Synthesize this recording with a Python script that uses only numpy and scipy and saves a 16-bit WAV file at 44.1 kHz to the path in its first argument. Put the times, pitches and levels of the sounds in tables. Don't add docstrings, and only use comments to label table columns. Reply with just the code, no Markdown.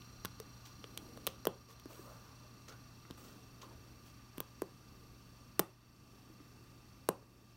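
import sys
import numpy as np
from scipy import signal
from scipy.fft import rfft, irfft
from scipy.io import wavfile
from scipy.ndimage import uniform_filter1d

SR = 44100
rng = np.random.default_rng(int(sys.argv[2]) if len(sys.argv) > 2 else 0)


def digitize_waveform(pressure):
    field = np.atleast_2d(pressure).T
    bounded = np.clip(field, -1, 1)
    quanta = np.round(bounded * 32767).astype(np.int16)
    wavfile.write(sys.argv[1], SR, quanta)


def natural_amplitude(level_db):
    exponent = np.asarray(level_db, float) / 20
    return 10 ** exponent


N = 333396


def evened(x):
    return x / np.sqrt(np.mean(x ** 2) + 1e-20)


def read(points, hz):
    f, value = np.transpose(points)
    return np.interp(np.log(hz + 1), np.log(f + 1), value)


def add(mix, s, sound):
    part = mix[round(s * SR):][:len(sound)]
    part += sound[:len(part)]


def resonate(x, hz, width):
    turn = np.exp(2j * np.pi * hz * np.arange(len(x)) / SR)
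    r = np.exp(-np.pi * width / SR)
    return 2 * (turn * signal.lfilter([1 - r], [1, -r], x / turn)).real


def noise(points, patchy_db):
    a, b, patches = rng.standard_normal((N // 512 + 5, 1025, 3)).T
    patches = uniform_filter1d(patches, size=16, axis=0)
    patches = evened(uniform_filter1d(patches, size=8, axis=1))
    colour_db = read(points, np.fft.rfftfreq(2048, 1 / SR))[:, None]
    z = (a + 1j * b) * natural_amplitude(colour_db + patchy_db * patches)
    top_hz = 15870
    z[round(top_hz * 2048 / SR):] = 0
    return evened(signal.istft(z, nperseg=2048, noverlap=1536)[1][:N])


def burst(chance, hz, width, fall_s):
    t = np.arange(len(chance)) / SR
    fall = np.exp(-t / fall_s) + natural_amplitude(-13.5) * np.exp(-t / 0.0019)
    rattle = rfft(chance * fall * (1 - np.exp(-t / 0.0001)))
    rattle = irfft(rattle / uniform_filter1d(abs(rattle), size=25), len(t))
    first_half = rattle * (t < t[-1] / 2)
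    ring = resonate(resonate(first_half, hz, width), hz, width)
    return ring / abs(signal.hilbert(ring)).max()


def pluck(t, hz, glide, glide_s, fall_s, rise_s):
    turns = hz * (t + glide * glide_s * (1 - np.exp(-t / glide_s)))
    return -np.sin(2 * np.pi * turns) * np.exp(-t / fall_s) * (1 - np.exp(-t / rise_s))


def ticks():
    # start in seconds, thimble tick peak in dB, tick centre in Hz,
    # needle snap peak in dB, snap centre in Hz.
    slips = [(0.0203, -65, 11260, -47, 2900), (0.2488, -39, 7000, -35, 4000),
             (0.2496, -31, 12000, -60, 4500), (0.255, -33, 11500, -32, 4260),
             (0.4007, -38, 12300, -37.5, 4800), (0.8415, -56, 8470, -38, 3370),
             (0.9754, -28.5, 9000, -32.5, 3340), (1.174, -47, 11920, -50.5, 3430),
             (1.2678, -17, 12300, -29, 3370), (1.2731, -24, 12000, -25, 3460),
             (1.4533, -27.5, 12900, -32, 5000), (1.4698, -22, 14000, -30, 3120),
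             (1.798, -50, 12560, -49, 3860), (1.8571, -53, 10910, -49.5, 4700),
             (3.109, -45, 10500, -40.5, 3740), (4.375, -46, 12860, -52, 3770),
             (4.381, -33, 13100, -41.5, 2950), (4.4035, -20, 14700, -34, 2520),
             (4.6192, -31, 10700, -43.5, 2380), (5.5941, -6, 12950, -31, 3300),
             (5.5958, -26, 12000, -31, 3560), (5.5982, -24, 12130, -30, 5030),
             (7.0888, -14, 10000, -35.5, 3520), (7.0912, -42, 11000, -40.5, 2360)]
    out = np.zeros(N)
    chance = rng.standard_normal((len(slips), 2, 700))
    for (s, tick_db, tick_hz, snap_db, snap_hz), (a, b) in zip(slips, chance):
        width = 20200 - tick_hz
        add(out, s, natural_amplitude(tick_db) * burst(a, tick_hz, width, fall_s=0.0003))
        add(out, s, natural_amplitude(snap_db) * burst(b, snap_hz, 0.6 * snap_hz, fall_s=0.0005))
    bounce_s, bounce_db = 0.00033, -11.5
    return out + natural_amplitude(bounce_db) * np.roll(out, round(bounce_s * SR))


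def plucks():
    # start in seconds, hoop knock peak in dB, cloth drum peak in dB,
    # drum pitch in Hz, drum fall in ms.
    pulls = [(0.249, -34, -33, 242, 0.86), (0.2538, -36, -60, 256, 1.5), (0.4006, -45.5, -50.5, 435, 6.1),
             (0.8417, -44, -50.5, 433, 2.6), (1.174, -47, -50, 480, 2.1), (1.268, -48, -43, 490, 2.6),
             (1.2733, -31, -35.5, 428, 1.74), (1.453, -34.5, -42.5, 500, 3.6),
             (1.4702, -31, -21.5, 387, 1.72), (1.857, -53, -46, 288, 4.3), (1.992, -63, -53, 356, 6.1),
             (3.052, -48.5, -59, 252, 1.9), (3.103, -51, -44.5, 292, 1.5), (3.1087, -52, -41.5, 224, 1.8),
             (4.376, -59, -60, 370, 2.2), (4.381, -44, -38.5, 250, 2.3), (4.404, -37, -32.5, 366, 1.04),
             (4.62, -36, -29.5, 356, 2.56), (5.5938, -22, -31, 340, 3.5), (5.5971, -31.5, -18.5, 420, 0.83),
             (6.3, -58.5, -62, 314, 14), (6.402, -55, -57.5, 292, 6.3), (7.0891, -23, -17, 380, 1.34),
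             (7.225, -59, -58, 418, 3.5),
             (0.257, -58, -47, 96, 5.3),
        (0.975, -59, -68, 446, 2.5),
        (5.596, -39.5, -48.5, 167, 7),
    ]
    out, t = np.zeros(N), np.arange(2600) / SR
    sway = pluck(t, 180.0, glide=0.067, glide_s=0.01026, fall_s=0.0077, rise_s=0.0038)
    for s, knock_db, drum_db, drum_hz, fall_ms in pulls:
        knock_hz = 1113 + 14 * (knock_db - drum_db)
        knock = pluck(t, knock_hz, glide=0.2, glide_s=0.0005, fall_s=0.0013, rise_s=0.0004)
        overtone = pluck(t, 1.49 * knock_hz, glide=0, glide_s=1, fall_s=0.00095, rise_s=0.00015)
        knock = knock + natural_amplitude(-5.5) * overtone
        drum = pluck(t, drum_hz, glide=1.1, glide_s=0.0007, fall_s=fall_ms / 1000, rise_s=0.0009)
        add(out, s + 0.00038, natural_amplitude(knock_db + 4.0) * knock)
        add(out, s + 0.00014, natural_amplitude(drum_db + 10.5) * (drum + natural_amplitude(-20.0) * sway))
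    return signal.lfilter(*signal.butter(2, 90, "high", fs=SR), out)


def brushes():
    # pitch in Hz, level in dB per Hz.
    fizz = [(1000, -15.5), (2000, -8.5), (3300, -6), (4500, -10), (6300, -6.5), (8500, -21.5), (11000, -32)]
    sheen = [(5000, -18), (8000, 7), (10500, 2), (13000, 6), (16500, 8)]
    rub = [(200, -11), (450, 13), (800, 4.5), (1100, 8), (1800, -5), (3500, -54)]
    hoop = [(110, -27), (190, -3.5), (290, 0), (420, -7), (700, -14.5), (1500, -32.5)]
    # start in seconds, fall in seconds,
    # fizz in dB, sheen in dB, rub in dB.
    flicks = [
        (0.652, 0.032, -58, -67, -68),
        (1.275, 0.034, -59, -66, -82),
        (1.795, 0.0057, -62.5, -76, -62),
        (2.68, 0.023, -54, -67, -55),
        (3.174, 0.088, -65.5, -68, -62.5),
        (3.237, 0.13, -68, -76, -67.5),
        (3.614, 0.015, -53, -69, -65),
        (3.626, 0.041, -78, -78, -56.5),
    ]
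    # start in seconds, fall in seconds, fizz in dB, sheen in dB, rub in dB.
    strokes = [
        (1.68, 0.032, -61.5, -67, -60),
        (1.88, 0.2, -67, -66, -61.5),
        (2.06, 0.33, -91, -104, -66),
        (2.69, 0.049, -81, -89, -63.5),
        (3.7, 0.021, -81, -84, -57.5),
        (4.04, 0.05, -69, -70, -83),
        (4.32, 0.064, -86, -80, -60),
    ]
    # middle in seconds, spread in seconds, rumble in dB.
    shifts = [
        (0.05, 0.1, -76),
        (1.08, 0.24, -54.5),
        (2.02, 0.25, -70.5),
        (3.28, 0.12, -58),
        (3.8, 0.36, -62),
        (4.979, 0.31, -64.5),
        (5.4, 0.089, -67),
        (6.151, 0.11, -63),
        (6.651, 0.48, -65),
        (7.33, 0.17, -58.5),
    ]
    t = np.arange(N) / SR
    grain = natural_amplitude(2.7 * rng.exponential(1, N // 40 + 1)).repeat(40)[:N]
    grain = evened(uniform_filter1d(grain, size=30))
    layers = np.array([noise(fizz, patchy_db=1) * grain, noise(sheen, patchy_db=3.5), noise(rub, patchy_db=5)])
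    weight = natural_amplitude(-70)
    for s, spread, db in shifts:
        weight = weight + natural_amplitude(db) * np.exp(-((t - s) / spread) ** 2)
    out = natural_amplitude(-7) * weight * noise(hoop, patchy_db=0.0)
    for rise_s, rows in ((0.0036, flicks), (0.028, strokes)):
        for s, fall_s, *levels_db in rows:
            swell = np.clip((t - s) / rise_s, 0, 1)
            stroke = swell * np.exp(-np.maximum(t - s - rise_s, 0) / fall_s)
            out += stroke * (natural_amplitude(np.array(levels_db)) @ layers)
    return out


def room(x):
    # pitch in Hz, time to fall by 60 dB in seconds.
    decay = [(150, .3), (400, .27), (1000, .3), (2500, .26), (6000, .24), (15000, .2)]
    # pitch in Hz, level in dB.
    colour = [(150, 7), (400, 3.5), (900, 6.5), (1600, -0.5), (2500, 4.5), (3600, -1.5), (9000, -4),
              (15000, -13), (15900, -21.5), (16100, -43.5)]
    taps = np.zeros(SR // 2)
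    at = np.arange(170, SR // 2 - 20, 20)
    taps[at + rng.integers(0, 20, len(at))] = rng.choice([-1., 1.], len(at))
    hz, t, z = signal.stft(taps, SR, nperseg=256)
    z = z * natural_amplitude(read(colour, hz)[:, None] - 60 * t / read(decay, hz)[:, None])
    tail = signal.istft(z, SR, nperseg=256)[1]
    return signal.fftconvolve(x, tail / np.linalg.norm(tail))[:N]


def low_hum():
    # pitch in Hz, level in dB rms.
    tones = [(53.6, -74.5), (119.9, -60), (179.5, -97.5), (269.5, -75)]
    t = np.arange(N) / SR
    return sum(natural_amplitude(db - 0.5) * np.sin(2 * np.pi * (hz * t + rng.random())) for hz, db in tones)


def fan_whine():
    tones_hz = [1126, 1182, 1209, 1446, 2466, 2681, 3010, 3624, 4142, 4512, 4600, 5400, 5670, 5759, 6003]
    # level at the start in dB, level at the end in dB, throb depth from 0 to 1.
    levels = [(-80.5, -80.5, 0), (-73.5, -75, 0.13), (-76.5, -82, 0), (-81, -97.5, 0.05), (-89, -85.5, 0.4),
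              (-78.5, -78, 0.49), (-99.5, -97, 0.4), (-97.5, -93, .3), (-74, -91, 0.5), (-76, -78.5, 1),
              (-80, -81.5, 1), (-81.5, -80.5, 1), (-78, -89.5, 1), (-72.5, -81, 0.5), (-92, -103.5, 1)]
    fan_turns_hz = 26.9
    t = np.arange(N) / SR
    out = np.zeros(N)
    for hz, (start_db, end_db, depth) in zip(tones_hz, levels):
        white = rng.standard_normal(N)
        waver = resonate(resonate(white, hz, 13.0), hz, 13.0)
        steady = waver / abs(signal.hilbert(waver)) ** 1.03
        line = evened(steady) + 0.5 * evened(resonate(white, hz, 93.0))
        turning = np.cos(2 * np.pi * (fan_turns_hz * t + rng.random()))
        throb = 1 + 2 * np.clip(depth, 0, 1 / 4) * turning
        out += natural_amplitude(start_db + (end_db - start_db) * t / t[-1]) * evened(line * throb)
    return out


def air():
    # pitch in Hz, level in dB per Hz.
    colour = [(12, -51), (28, -15.5), (52, 3), (110, -3), (250, -4), (500, -18.5), (1200, -17), (2200, -23),
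              (6000, -24.5), (7800, -30.5), (8600, -28.5), (10500, -35), (12000, -28.5), (17000, -34)]
    return natural_amplitude(-61.5) * noise(colour, patchy_db=1.04)


def scene():
    near = ticks() + plucks() + brushes()
    background = low_hum() + fan_whine() + air()
    return (near + natural_amplitude(-20.0) * room(near) + background)[None]


def top_cut(x):
    return signal.sosfilt(signal.butter(12, 17150, fs=SR, output="sos"), x)


def record(dry):
    duck_from_db, duck_share, recover_db_per_s = -39, 0.44, 28
    wait_s, ease_s = 0.02, 0.18
    t = np.arange(N) / SR
    power_db = 10 * np.log10(abs(uniform_filter1d(dry[0] ** 2, size=600)) + 1e-12)
    climb = recover_db_per_s * t
    held_db = np.maximum.accumulate(power_db + climb) - climb
    over_db = np.maximum(held_db - duck_from_db, 0)
    eased_db = uniform_filter1d(over_db, size=round(ease_s * SR))
    duck_db = duck_share * np.interp(t - wait_s - ease_s / 2, t, eased_db)
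    gain_db = 2.5 - 3.5 * t / t[-1] - duck_db
    edge = signal.firwin(121, 16250, window=("kaiser", 5), fs=SR)
    mix = signal.oaconvolve(dry * natural_amplitude(gain_db), edge[None], "same")
    return top_cut(mix)


dry = scene()
out = record(dry)
digitize_waveform(out)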